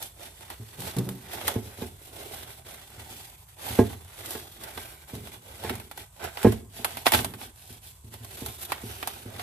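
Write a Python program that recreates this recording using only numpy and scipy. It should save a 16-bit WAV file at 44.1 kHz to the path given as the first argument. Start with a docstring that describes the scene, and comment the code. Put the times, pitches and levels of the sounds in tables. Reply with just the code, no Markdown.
"""A brief crinkle with a snap in it comes first: cling film pulled over a steel bowl on a kitchen counter.
The film rustles as many tiny buckling clicks, filtered by its facets; its snaps are flurries of slips.
The hands jog and shove the bowl: decaying modes and friction noise give thuds, slides and judder.
Twice it knocks hard on the counter, the second time as a close double blow.
Two nearby microphone ports pick it all up, with the short diffuse tail of a small tiled room."""
import sys
import numpy as np
from scipy import signal
from scipy.fft import rfft, irfft, next_fast_len
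from scipy.io import wavfile
from scipy.ndimage import uniform_filter1d

SR = 44100
rng = np.random.default_rng(int(sys.argv[2]) if len(sys.argv) > 2 else 0)


def store_pcm(level_fs):
    """Save levels as 16-bit WAV."""
    pcm = np.round(np.clip(level_fs, -1, 1) * 32767).astype(np.int16)
    wavfile.write(sys.argv[1], SR, np.atleast_2d(pcm).T)


N = 415422

# the bowl is jogged or set down: t/s, level/dB, hardness as spectral tilt/(dB per octave), skid decay/s
BLOWS = [(0.595, -29.5, -8.5, .03), (0.964, -21, -2, .046), (1.558, -15.5, 0.5, 0.014),
         (1.784, -28, -6, 0.014), (1.819, -22, 3, 0.022), (2.976, -37, -8, .02), (3.106, -37, -2, 0.018),
         (3.701, -25.5, -5, 0.08), (3.7891, -1.9, 2.5, 0.012), (4.351, -29, 9, 0.012),
         (4.774, -37, 9.5, .01), (5.131, -25, -3.5, 0.13), (5.646, -25.5, 9, 0.015),
         (5.702, -21, -1.5, 0.072), (6.4471, -2, 2.5, 0.016), (6.4663, -5, 1.5, 0.012),
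         (6.794, -33, -0.5, .014), (7.142, -20.5, -2, 0.091), (7.187, -23, -3.5, 0.2),
         (7.7, -38, -4.5, .03), (8.039, -31.5, -9.5, 0.043), (8.121, -42, -5, 0.033),
         (8.204, -31.5, -8.5, 0.07), (8.418, -26, 0.5, .038), (8.834, -25, -3.5, 0.014),
         (9.256, -28.5, -1.5, .017), (9.351, -36, -2, .022)]
# spectral shape of the base skidding on the counter: f/Hz, relative level/dB
SKID_SHAPE = [(35, -53.5), (70, 0), (110, 1.5), (160, -12), (232, -1), (310, -9), (420, -0.5), (520, -14.5),
              (900, -35.5), (1200, -31.5), (2200, -31), (5000, -52.5), (15000, -64)]
# spectral shape of the crinkling film: f/Hz, relative level/dB
CRINKLE_SHAPE = [(300, -40), (1500, -10), (2600, -1.5), (3700, .5), (5000, -3.5), (6500, -5), (8500, -2),
                 (11500, 0), (14300, -2), (16000, -10)]


def amp(db):
    """Level to amplitude: 20 dB is a factor of ten."""
    return 10 ** (np.asarray(db) / 20)


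def unit(x):
    """Normalization: the signal is scaled to an rms of one."""
    return x / np.sqrt(np.mean(x ** 2) + 1e-20)


def read(points, hz):
    """Interpolation of a table that is linear in log frequency."""
    f, value = np.transpose(points)
    return np.interp(np.log(hz + 1), np.log(f), value)


def add(mix, s, sound):
    """Superposition: a sound is added to the mix in place from time s."""
    part = mix[..., max(round(s * SR), 0):][..., :sound.shape[-1]]
    part += sound[..., :part.shape[-1]]


def convolve(x, response):
    """Linear filtering by convolution, cut to the length of x."""
    return signal.oaconvolve(np.atleast_2d(x), np.atleast_2d(response), axes=1)[:, :x.shape[-1]]


def causal(gain_db):
    """Minimum phase: the Hilbert transform of log gain (over the whole circle) gives the quickest response."""
    log_gain = np.log(amp(gain_db))
    spectrum = np.exp(np.conj(signal.hilbert(log_gain)))
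    return np.fft.ifft(spectrum).real[:len(log_gain) // 2]


def colour(x, points, size=4096):
    """Spectral shaping by a filter of unit energy, which keeps the power of white noise."""
    response = causal(read(points, abs(np.fft.fftfreq(size, 1 / SR))))
    return convolve(x, response / np.linalg.norm(response))


def wander(rate_hz):
    """Slow random modulation: straight lines join normal random knots of unit variance."""
    knots = rng.standard_normal(N // 16)
    return np.interp(np.arange(N) * rate_hz / SR, np.arange(len(knots)), knots)


def room_tone():
    """Stationary background noise: independent shaped noise at the two ports."""
    # spectral shape of the quiet kitchen: f/Hz, relative level/dB
    tone_shape = [(20, -22.5), (50, 4), (95, 1), (150, -6), (400, -53.5), (1000, -18), (3000, -55),
                  (8000, -20), (15000, -33)]
    return amp(-54) * colour(rng.standard_normal((2, N)), tone_shape)


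def kitchen(x):
    """Diffuse reverberation: noise taps decay exponentially, each band with its own T60."""
    # reverberation time of the room: f/Hz, T60/s
    decay_times = [(100, 0.26), (400, 0.36), (1500, 0.44), (5000, 0.34), (14000, 0.55)]
    after_gap = np.arange(SR // 2) > .008 * SR  # the tail starts after 8 ms
    taps = rng.standard_normal((2, SR // 2)) * after_gap
    hz, t, z = signal.stft(taps, SR, nperseg=256)
    decay = amp(-60 * t / read(decay_times, hz)[:, None])
    tail = signal.istft(z * decay, SR, nperseg=256)[1]
    return convolve(x, tail / np.linalg.norm(tail[0]))


def ports(film, mono_hz=380):
    """Spatial coherence: at long wavelengths both ports receive nearly the same pressure."""
    length = next_fast_len(N, real=True)
    hz = np.fft.rfftfreq(length, 1 / SR) + 1
    apart = np.pi / 4 / (1 + (mono_hz / hz) ** 2)  # angle between mid only (0) and full stereo
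    left, right = rfft(film, length)
    mid = (left + right) * np.cos(apart)
    side = (left - right) * np.sin(apart)
    return irfft([mid + side, mid - side], length)[:, :N] / np.sqrt(2)


def shade(x, size=2048):
    """Interaural-style level difference: opposite half-balance filters colour the two ports."""
    # balance of the ports: f/Hz, left minus right level/dB
    port_balance = [(100, 0), (400, -3), (700, -9), (1200, -2), (2400, -2.5), (4200, 0), (6000, 4),
                    (8200, -.5), (11000, -5), (14500, -2)]
    balance_db = read(port_balance, abs(np.fft.fftfreq(size, 1 / SR))) / 2
    return convolve(x, [causal(balance_db), causal(-balance_db)])


def scatter(near_s, near_db, far_s, far_db, delay=22):
    """Multipath propagation: direct sound, later on the left, then reflections off nearby things and tiles."""
    t = np.arange(SR // 16) / SR
    paths = np.zeros((2, len(t)))
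    paths[0, delay] = paths[1, 0] = 1  # delay in samples
    # near: bowl, hands and counter; far: wall tiles
    for decay_s, db in ((near_s, near_db), (far_s, far_db)):
        taps = rng.standard_normal(paths.shape) * np.exp(-t / decay_s)
        paths += amp(db) * taps / np.linalg.norm(taps, axis=1, keepdims=True)
    return paths / np.linalg.norm(paths[0])


def bowl_shuffle(dull_db=-4.5):
    """Sliding friction as noise: taut film drags the bowl in small jerks, and each knock lets it slide on."""
    drag_db = -7  # against the rub of the taut film
    settle_db, settle_per_knock, settle_s = -28, 0.59, 0.08  # level dB, dB per dB of knock, decay s
    t = np.arange(SR // 2) / SR
    power = amp(pull()[1] + drag_db) ** 2
    for s, level_db, _, _ in BLOWS:
        slide = amp(settle_db + settle_per_knock * level_db) * np.exp(-t / settle_s)
        add(power, s, slide ** 2)
    jerks_db = 3 * wander(rate_hz=30)
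    drag = rng.standard_normal(N) * np.sqrt(power) * amp(jerks_db)
    # dull_db tilts the shape, per octave from 240 Hz
    dull_shape = [(hz, db + dull_db * np.log2(hz / 240)) for hz, db in SKID_SHAPE]
    return amp(-2.0) * colour(drag, dull_shape)


def judder(rise_s=0.0042):
    """Stick-slip friction, modelled as noise in narrow resonators, sounds as the bowl is shoved."""
    # shoves along the counter: t/s, level/dB, decay/s
    shoves = [(0.785, -38.5, 0.057), (0.965, -23, 0.055), (1.067, -32.5, 0.07), (5.135, -44.5, 0.095),
              (7.245, -41, 0.075)]
    # low resonances of the juddering bowl: f/Hz, bandwidth/Hz, relative level/dB
    resonances = [(128.4, 6.2, 3), (183.7, 7.7, 0.5), (220, 14, -7.5), (277.5, 12, -6.5), (376, 23, -4),
                  (466, 39, -15)]
    out, t = np.zeros(N), np.arange(SR // 2) / SR
    for s, level_db, decay_s in shoves:
        envelope = (1 - np.exp(-t / rise_s)) * np.exp(-t / decay_s)
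        slide = 0
        for hz, width, db in resonances:
            b, a = signal.iirpeak(hz, hz / width, fs=SR)
            ring = signal.lfilter(b, a, rng.standard_normal(SR))[-len(t):]  # past the filter's onset
            slide = slide + amp(db) * unit(ring * envelope)
        envelope_rms = np.sqrt(np.mean(envelope ** 2)) / envelope.max()
        add(out, s, amp(level_db) * unit(slide) * envelope_rms)
    return out


def knocks(rise_s=0.0027, soft_db=-1.5, detune=0.0083, ring_db=-5.5, skid_db=-17):
    """Impact excitation of modes, with a skid of the base: a softer blow rises slowly and stays low."""
    # modes of bowl and counter together: f/Hz, relative level/dB, T60/s
    counter_modes = [(84.4, -15, 0.5), (107.4, -1.5, 0.3), (215.6, -5.5, 0.17), (205, -2, 0.04),
                     (241.4, 3.5, 0.12), (268, -15, 0.27), (367.8, -2, 0.13), (411.8, -4.5, 0.15),
                     (441, -2.5, 0.12), (606.5, -18.5, 0.13), (698, -17.5, 0.16), (859, -16.5, 0.12),
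                     (871, -24.5, 0.12), (1063, -22, 0.11), (1250, -36, 0.052), (1660, -27.5, 0.13),
                     (1860, -27, 0.044), (2280, -45.5, .06)]
    out, t = np.zeros(N), np.arange(SR // 3) / SR
    hz, db, t60 = np.transpose(counter_modes)[:, :, None]
    skid_hz, skid_level = np.transpose(SKID_SHAPE)
    modes = amp(db - 60 * t / t60)
    for s, level_db, tilt_db, skid_s in BLOWS:
        pitch = hz * (1 + detune * rng.standard_normal(hz.shape))  # the grip shifts the modes
        tilt = amp(tilt_db * np.log2(hz / 240))
        ring = (tilt * modes * np.cos(np.float32(2 * np.pi * pitch * t))).sum(0)
        tilted = skid_level + tilt_db * np.log2(np.maximum(skid_hz, 90) / 240)
        noise = colour(rng.standard_normal(SR // 2), np.transpose([skid_hz, tilted]))
        skid = unit(noise[0, -len(t):]) * np.exp(-t / skid_s)
        ring_rms = np.sqrt(np.mean(ring[:SR // 50] ** 2))  # over the first 20 ms
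        blow = amp(ring_db) * ring / ring_rms + amp(skid_db) * skid
        rise = 1 - np.exp(-t / (rise_s * amp(soft_db * tilt_db)))
        add(out, s, amp(level_db) * blow * rise)
    return out


def bowl_ring(film):
    """Forced vibration: film sound convolved with damped modes sets the steel wall ringing."""
    # wall modes, damped by hand and film: f/Hz, relative level/dB, T60/s
    wall_modes = [(880, -3, .06), (1565, -3, .09), (1935, -3, .1), (2190, -5, .22), (2645, -8, .14),
                  (2863, -5, .18), (3168, -4, .18), (3459, -3, .2), (4460, -10, .08)]
    t = np.arange(SR // 3) / SR
    ring = 0
    for hz, db, t60 in wall_modes:
        phase = rng.random((2, 1))  # in cycles, one for each port
        ring = ring + amp(db - 60 * t / t60) * np.sin(2 * np.pi * (hz * t + phase))
    return convolve(film, ring / np.linalg.norm(ring[0]))


def pull(step=64):
    """Power addition: tugs sum to the control levels in dB of loose crinkle and taut rub; rests hush both."""
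    # tugs that build and ease: peak t/s, build/s, ease/s, crinkle level/dB, tautness as rub over crinkle/dB
    tugs = [(0.03, 0.039, 0.045, -38, -4), (0.245, 0.066, 0.087, -47.5, 3), (0.43, 0.051, 0.034, -52, 5),
            (0.51, 0.035, 0.053, -51.5, 5.5), (0.68, 0.15, 0.24, -54, -1), (0.82, .016, 0.058, -52, -1),
            (0.895, 0.098, 0.058, -41, 4.5), (1.085, 0.09, 0.25, -50, -22), (1.345, 0.034, .17, -41, 1),
            (1.51, 0.2, 0.06, -47.5, 11.5), (1.68, .08, 0.071, -46.5, 0), (1.82, 0.086, 0.059, -45, 2.5),
            (2.058, 0.056, 0.071, -51, -19), (2.2, 0.09, 0.051, -47, 7), (2.4, 0.27, 0.19, -44, 0.5),
            (2.7, 0.072, 0.17, -50, 4.5), (3.01, 0.11, 0.066, -51, 5.5), (3.145, 0.068, 0.15, -43, -2),
            (3.68, 0.061, 0.11, -38.5, 4), (3.77, 0.038, 0.067, -35.5, -1), (3.925, 0.062, 0.045, -47, 1.5),
            (4.3, 0.15, .14, -40.5, 1), (4.65, 0.076, 0.11, -47, 5), (4.82, 0.18, .14, -46.5, -0.5),
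            (5.13, 0.08, .11, -45, -2), (5.33, 0.16, 0.091, -48.5, 0.5), (5.5, 0.081, 0.23, -50, 4),
            (5.655, 0.041, 0.096, -44.5, 10.5), (5.989, 0.019, 0.049, -41.5, 1),
            (6.25, 0.043, 0.037, -44.5, 11.5), (6.47, 0.11, 0.074, -42, 4.5), (6.77, 0.039, .14, -42.5, 0),
            (6.97, 0.088, 0.061, -42.5, 3), (7.068, 0.0099, .025, -27, -4),
            (7.143, 0.018, 0.049, -22.5, -0.5), (7.43, 0.045, .06, -44, 0.5),
            (7.72, 0.13, 0.15, -49.5, -6.5), (7.87, 0.057, 0.054, -46.5, -12), (8.14, 0.019, 0.023, -45, 1),
            (8.45, .24, 0.18, -43.5, 0), (8.635, 0.038, 0.031, -37.5, -4.5),
            (8.72, 0.047, 0.068, -47.5, 11), (8.87, .1, 0.23, -44.5, 2), (9.14, 0.22, 0.13, -47, 3.5),
            (9.41, 0.14, 0.11, -50, 8.5)]
    # the hands stop and the film falls still: middle t/s, length/s
    rests = [(2.635, 0.021), (3.462, 0.036), (3.557, 0.015), (5.065, 0.037), (5.409, .035), (5.891, 0.012),
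             (6.1, 0.083), (6.677, 0.12), (7.529, 0.049), (7.806, 0.043), (8.014, 0.091), (8.095, 0.029)]
    drop_db, roundness = 10, 1.38  # drop one build or ease time from the peak; above 1 rounds the peak
    held_crinkle_db, held_rub_db = -57, -59.5  # film that is only held
    rest_depth_db = -10
    t = np.arange(0, N, step) / SR
    peak_s, build_s, ease_s, level_db, taut_db = np.transpose(tugs)[:, :, None]
    away = abs((t - peak_s) / np.where(t < peak_s, build_s, ease_s))
    tug_db = level_db - drop_db * away ** roundness
    crinkle = (amp(tug_db) ** 2).sum(0) + amp(held_crinkle_db) ** 2
    rub = (amp(tug_db + taut_db) ** 2).sum(0) + amp(held_rub_db) ** 2
    rest_db = rest_depth_db * sum(np.exp(-(2 * (t - s) / length) ** 2) for s, length in rests)
    levels = [10 * np.log10(power) + rest_db for power in (crinkle, rub)]
    return [np.interp(np.arange(N) / SR, t, level) for level in levels]


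def ticks():
    """Random point process: small snaps at chance moments follow the pull; rows of t/s, crack/dB, pop/dB."""
    ticks_per_s, over_rustle_db, spread_db = 8.4, -1.5, 5.5
    crinkle_db, rub_db = pull()
    when, strength = rng.random((N // 1024, 2))[:int(ticks_per_s * N / SR)].T
    at = (when * N).astype(int)
    over_db = over_rustle_db + spread_db * (2 * strength - 1)
    return list(zip(at / SR, crinkle_db[at] + over_db, rub_db[at] + over_db - 3.5))


def snaps(slip_s=0.0017, slip_db=-16, evenness=0.64, thin_hz=520, size=64):
    """Sudden release of tension: one slip and a flurry of smaller ones give a bright crack and a hollow pop."""
    # the film lets go of the rim: t/s, crack level/dB, level of the taut sheet's pop/dB
    releases = [(0.0262, -33.5, -43.5), (0.5017, -40.5, -37), (0.804, -37, -51), (0.966, -37.5, -45),
                (0.9854, -32.5, -47), (1.0896, -35.5, -37.5), (1.3332, -37.5, -37.5), (1.412, -46, -39),
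                (1.472, -33, -51), (1.4798, -21.5, -22), (2.337, -52, -43), (4.307, -32.5, -42),
                (4.352, -48, -38.5), (4.2595, -36.5, -52), (4.637, -38.5, -55), (4.776, -45, -33.5),
                (5.272, -49, -42), (5.638, -42, -36.5), (5.696, -35, -27.5), (5.754, -39.5, -40.5),
                (5.799, -44, -40), (5.913, -42, -38.5), (5.9752, -39, -38.5), (6.2412, -38.5, -38),
                (6.372, -44, -32), (6.43, -32.5, -31), (6.5225, -35.5, -34.5), (6.846, -23.5, -21.5),
                (6.971, -37, -32.5), (7.058, -45, -26), (7.0662, -27, -13), (7.1202, -21, -20.5),
                (7.1365, -32, -17), (7.147, -31, -18), (7.1898, -44, -27), (7.2457, -27, -28.5),
                (7.3377, -47, -39), (7.4146, -51, -40), (8.247, -41, -45), (8.4616, -32, -35.5),
                (8.72, -31, -23.5), (9.028, -39.5, -29), (9.074, -28, -30), (9.3956, -44, -34)]
    # spectral shape of the pop: f/Hz, relative level/dB
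    pop_shape = [(60, -47.5), (250, 1), (500, -5.5), (700, 0.5), (900, 0.5), (1200, -4), (1900, -4.5),
                 (3200, -6), (5000, -13.5), (9000, -29.5), (15000, -33.5)]
    out, t = np.zeros((2, N)), np.arange(SR // 16) / SR
    for s, crack_db, pop_db in releases + ticks():
        slips = rng.standard_normal(len(t)) * (rng.random(len(t)) < .2)
        flurry = amp(slip_db) * slips * np.exp(-t / slip_s)
        flurry[0] = 1
        spectrum = rfft(convolve(flurry, scatter(near_s=0.0021, near_db=1, far_s=0.0069, far_db=8.5)))
        # so brief a release is broadband: no region of the spectrum stands far out
        smooth = uniform_filter1d(abs(spectrum), size // 2, axis=1)
        burst = irfft(spectrum / smooth ** evenness, len(t))
        for level_db, shape in ((crack_db, CRINKLE_SHAPE), (pop_db, pop_shape)):
            part = colour(burst, shape)
            early_rms = np.sqrt(np.mean(part[:, :SR // 100] ** 2))  # over the first 10 ms
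            add(out, s, amp(level_db) * part / early_rms)
    thin = signal.butter(2, thin_hz, "high", fs=SR, output="sos")  # so light a sheet moves little air
    return signal.sosfilt(thin, out)


def buckles(per_s, spread_db, low_hz, high_hz, facet_db, shift_db, count=6, size=512, block=20480):
    """Buckling as random impulses of unequal size: each facet has its own pitch, and strain moves among them."""
    out = np.zeros((2, N))
    hz = abs(np.fft.fftfreq(size, 1 / SR)) + 1
    length = next_fast_len(block + SR // 16 + size, real=True)
    for facet_hz in np.geomspace(low_hz, high_hz, count):
        when, strength, sign = rng.random((N // 32, 3))[:int(per_s * N / SR / count)].T
        strain = rng.standard_normal(N // 2048)
        strain_db = shift_db * np.interp(when * len(strain), np.arange(len(strain)), strain)
        level_db = spread_db * np.minimum(-np.log(strength), 4) + strain_db
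        clicks = np.bincount((when * N).astype(int), amp(level_db) * np.sign(sign - .5), N)
        octaves = np.log2(hz / facet_hz)
        facet = rfft(causal(facet_db * np.exp(-(2 * octaves) ** 2)), length)
        for start in range(0, N, block):  # the folds move, so their paths to the ports keep changing
            paths = scatter(near_s=0.0017, near_db=5.0, far_s=0.014, far_db=4.5)
            paths = rfft(np.float32(paths), length)
            spectrum = rfft(clicks[start:start + block], length) * facet * paths
            add(out, start / SR, irfft(np.complex64(spectrum), length))
    return out


def rustle(fizz_hz=7000):
    """Tension sets fold size: slack film fizzes finely, taut film is coarser and rubs, in shared clumps."""
    # spectral shape of the rub: f/Hz, relative level/dB
    rub_shape = [(60, -9.5), (200, -18), (350, 0), (500, -3.5), (750, 1), (1100, -5.5), (1600, -4),
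                 (2400, -9), (3600, -12.5), (6000, -37), (15000, -41)]
    fizz_db, fizz_per_taut = -0.5, -.4  # fineness: offset dB, dB per dB of tautness
    crinkle_db, rub_db = pull()
    clumps_db = 2.23 * wander(rate_hz=90) + .5 * wander(rate_hz=16)
    loose = buckles(per_s=3600, spread_db=-0.5, low_hz=1700, high_hz=13300, facet_db=4.5, shift_db=2.5)
    crinkle = unit(colour(loose, CRINKLE_SHAPE))
    fizz = signal.sosfilt(signal.butter(1, fizz_hz, "high", fs=SR, output="sos"), crinkle)
    fine_db = fizz_db + fizz_per_taut * (rub_db - crinkle_db)
    crinkle = fizz * amp(.15 * fine_db) + (crinkle - fizz) * amp(-1.1 * fine_db)
    taut = buckles(per_s=1600, spread_db=3.0, low_hz=364, high_hz=3440, facet_db=12, shift_db=2.5)
    rub = unit(colour(taut, rub_shape))
    return crinkle * amp(crinkle_db + clumps_db + 0.5) + rub * amp(rub_db + clumps_db - 4.0)


def scene():
    """Superposition of film, bowl, room and the quiet of the kitchen at the two ports."""
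    film = rustle() + snaps()
    film = film + amp(-19.5) * bowl_ring(film)
    thuds = knocks() + judder() + bowl_shuffle()
    boom = amp(-16) * kitchen(thuds)
    airborne = ports(film + amp(-14.5) * kitchen(film) + room_tone())
    return shade(airborne + thuds + boom)


def record(dry, bass_hz=50, cut_off_hz=14680):
    """Band limiting and clipping: deep bass is shed, full scale bounds the peaks, then the treble is cut off."""
    high_pass = signal.butter(2, bass_hz, "high", fs=SR, output="sos")
    bounded = np.clip(signal.sosfilt(high_pass, dry), -1, 1)
    low_pass = signal.firwin(401, cut_off_hz, window=("kaiser", 8), fs=SR)
    return signal.oaconvolve(bounded, low_pass[None], "same", axes=1)


dry = scene()
out = record(dry)
store_pcm(out)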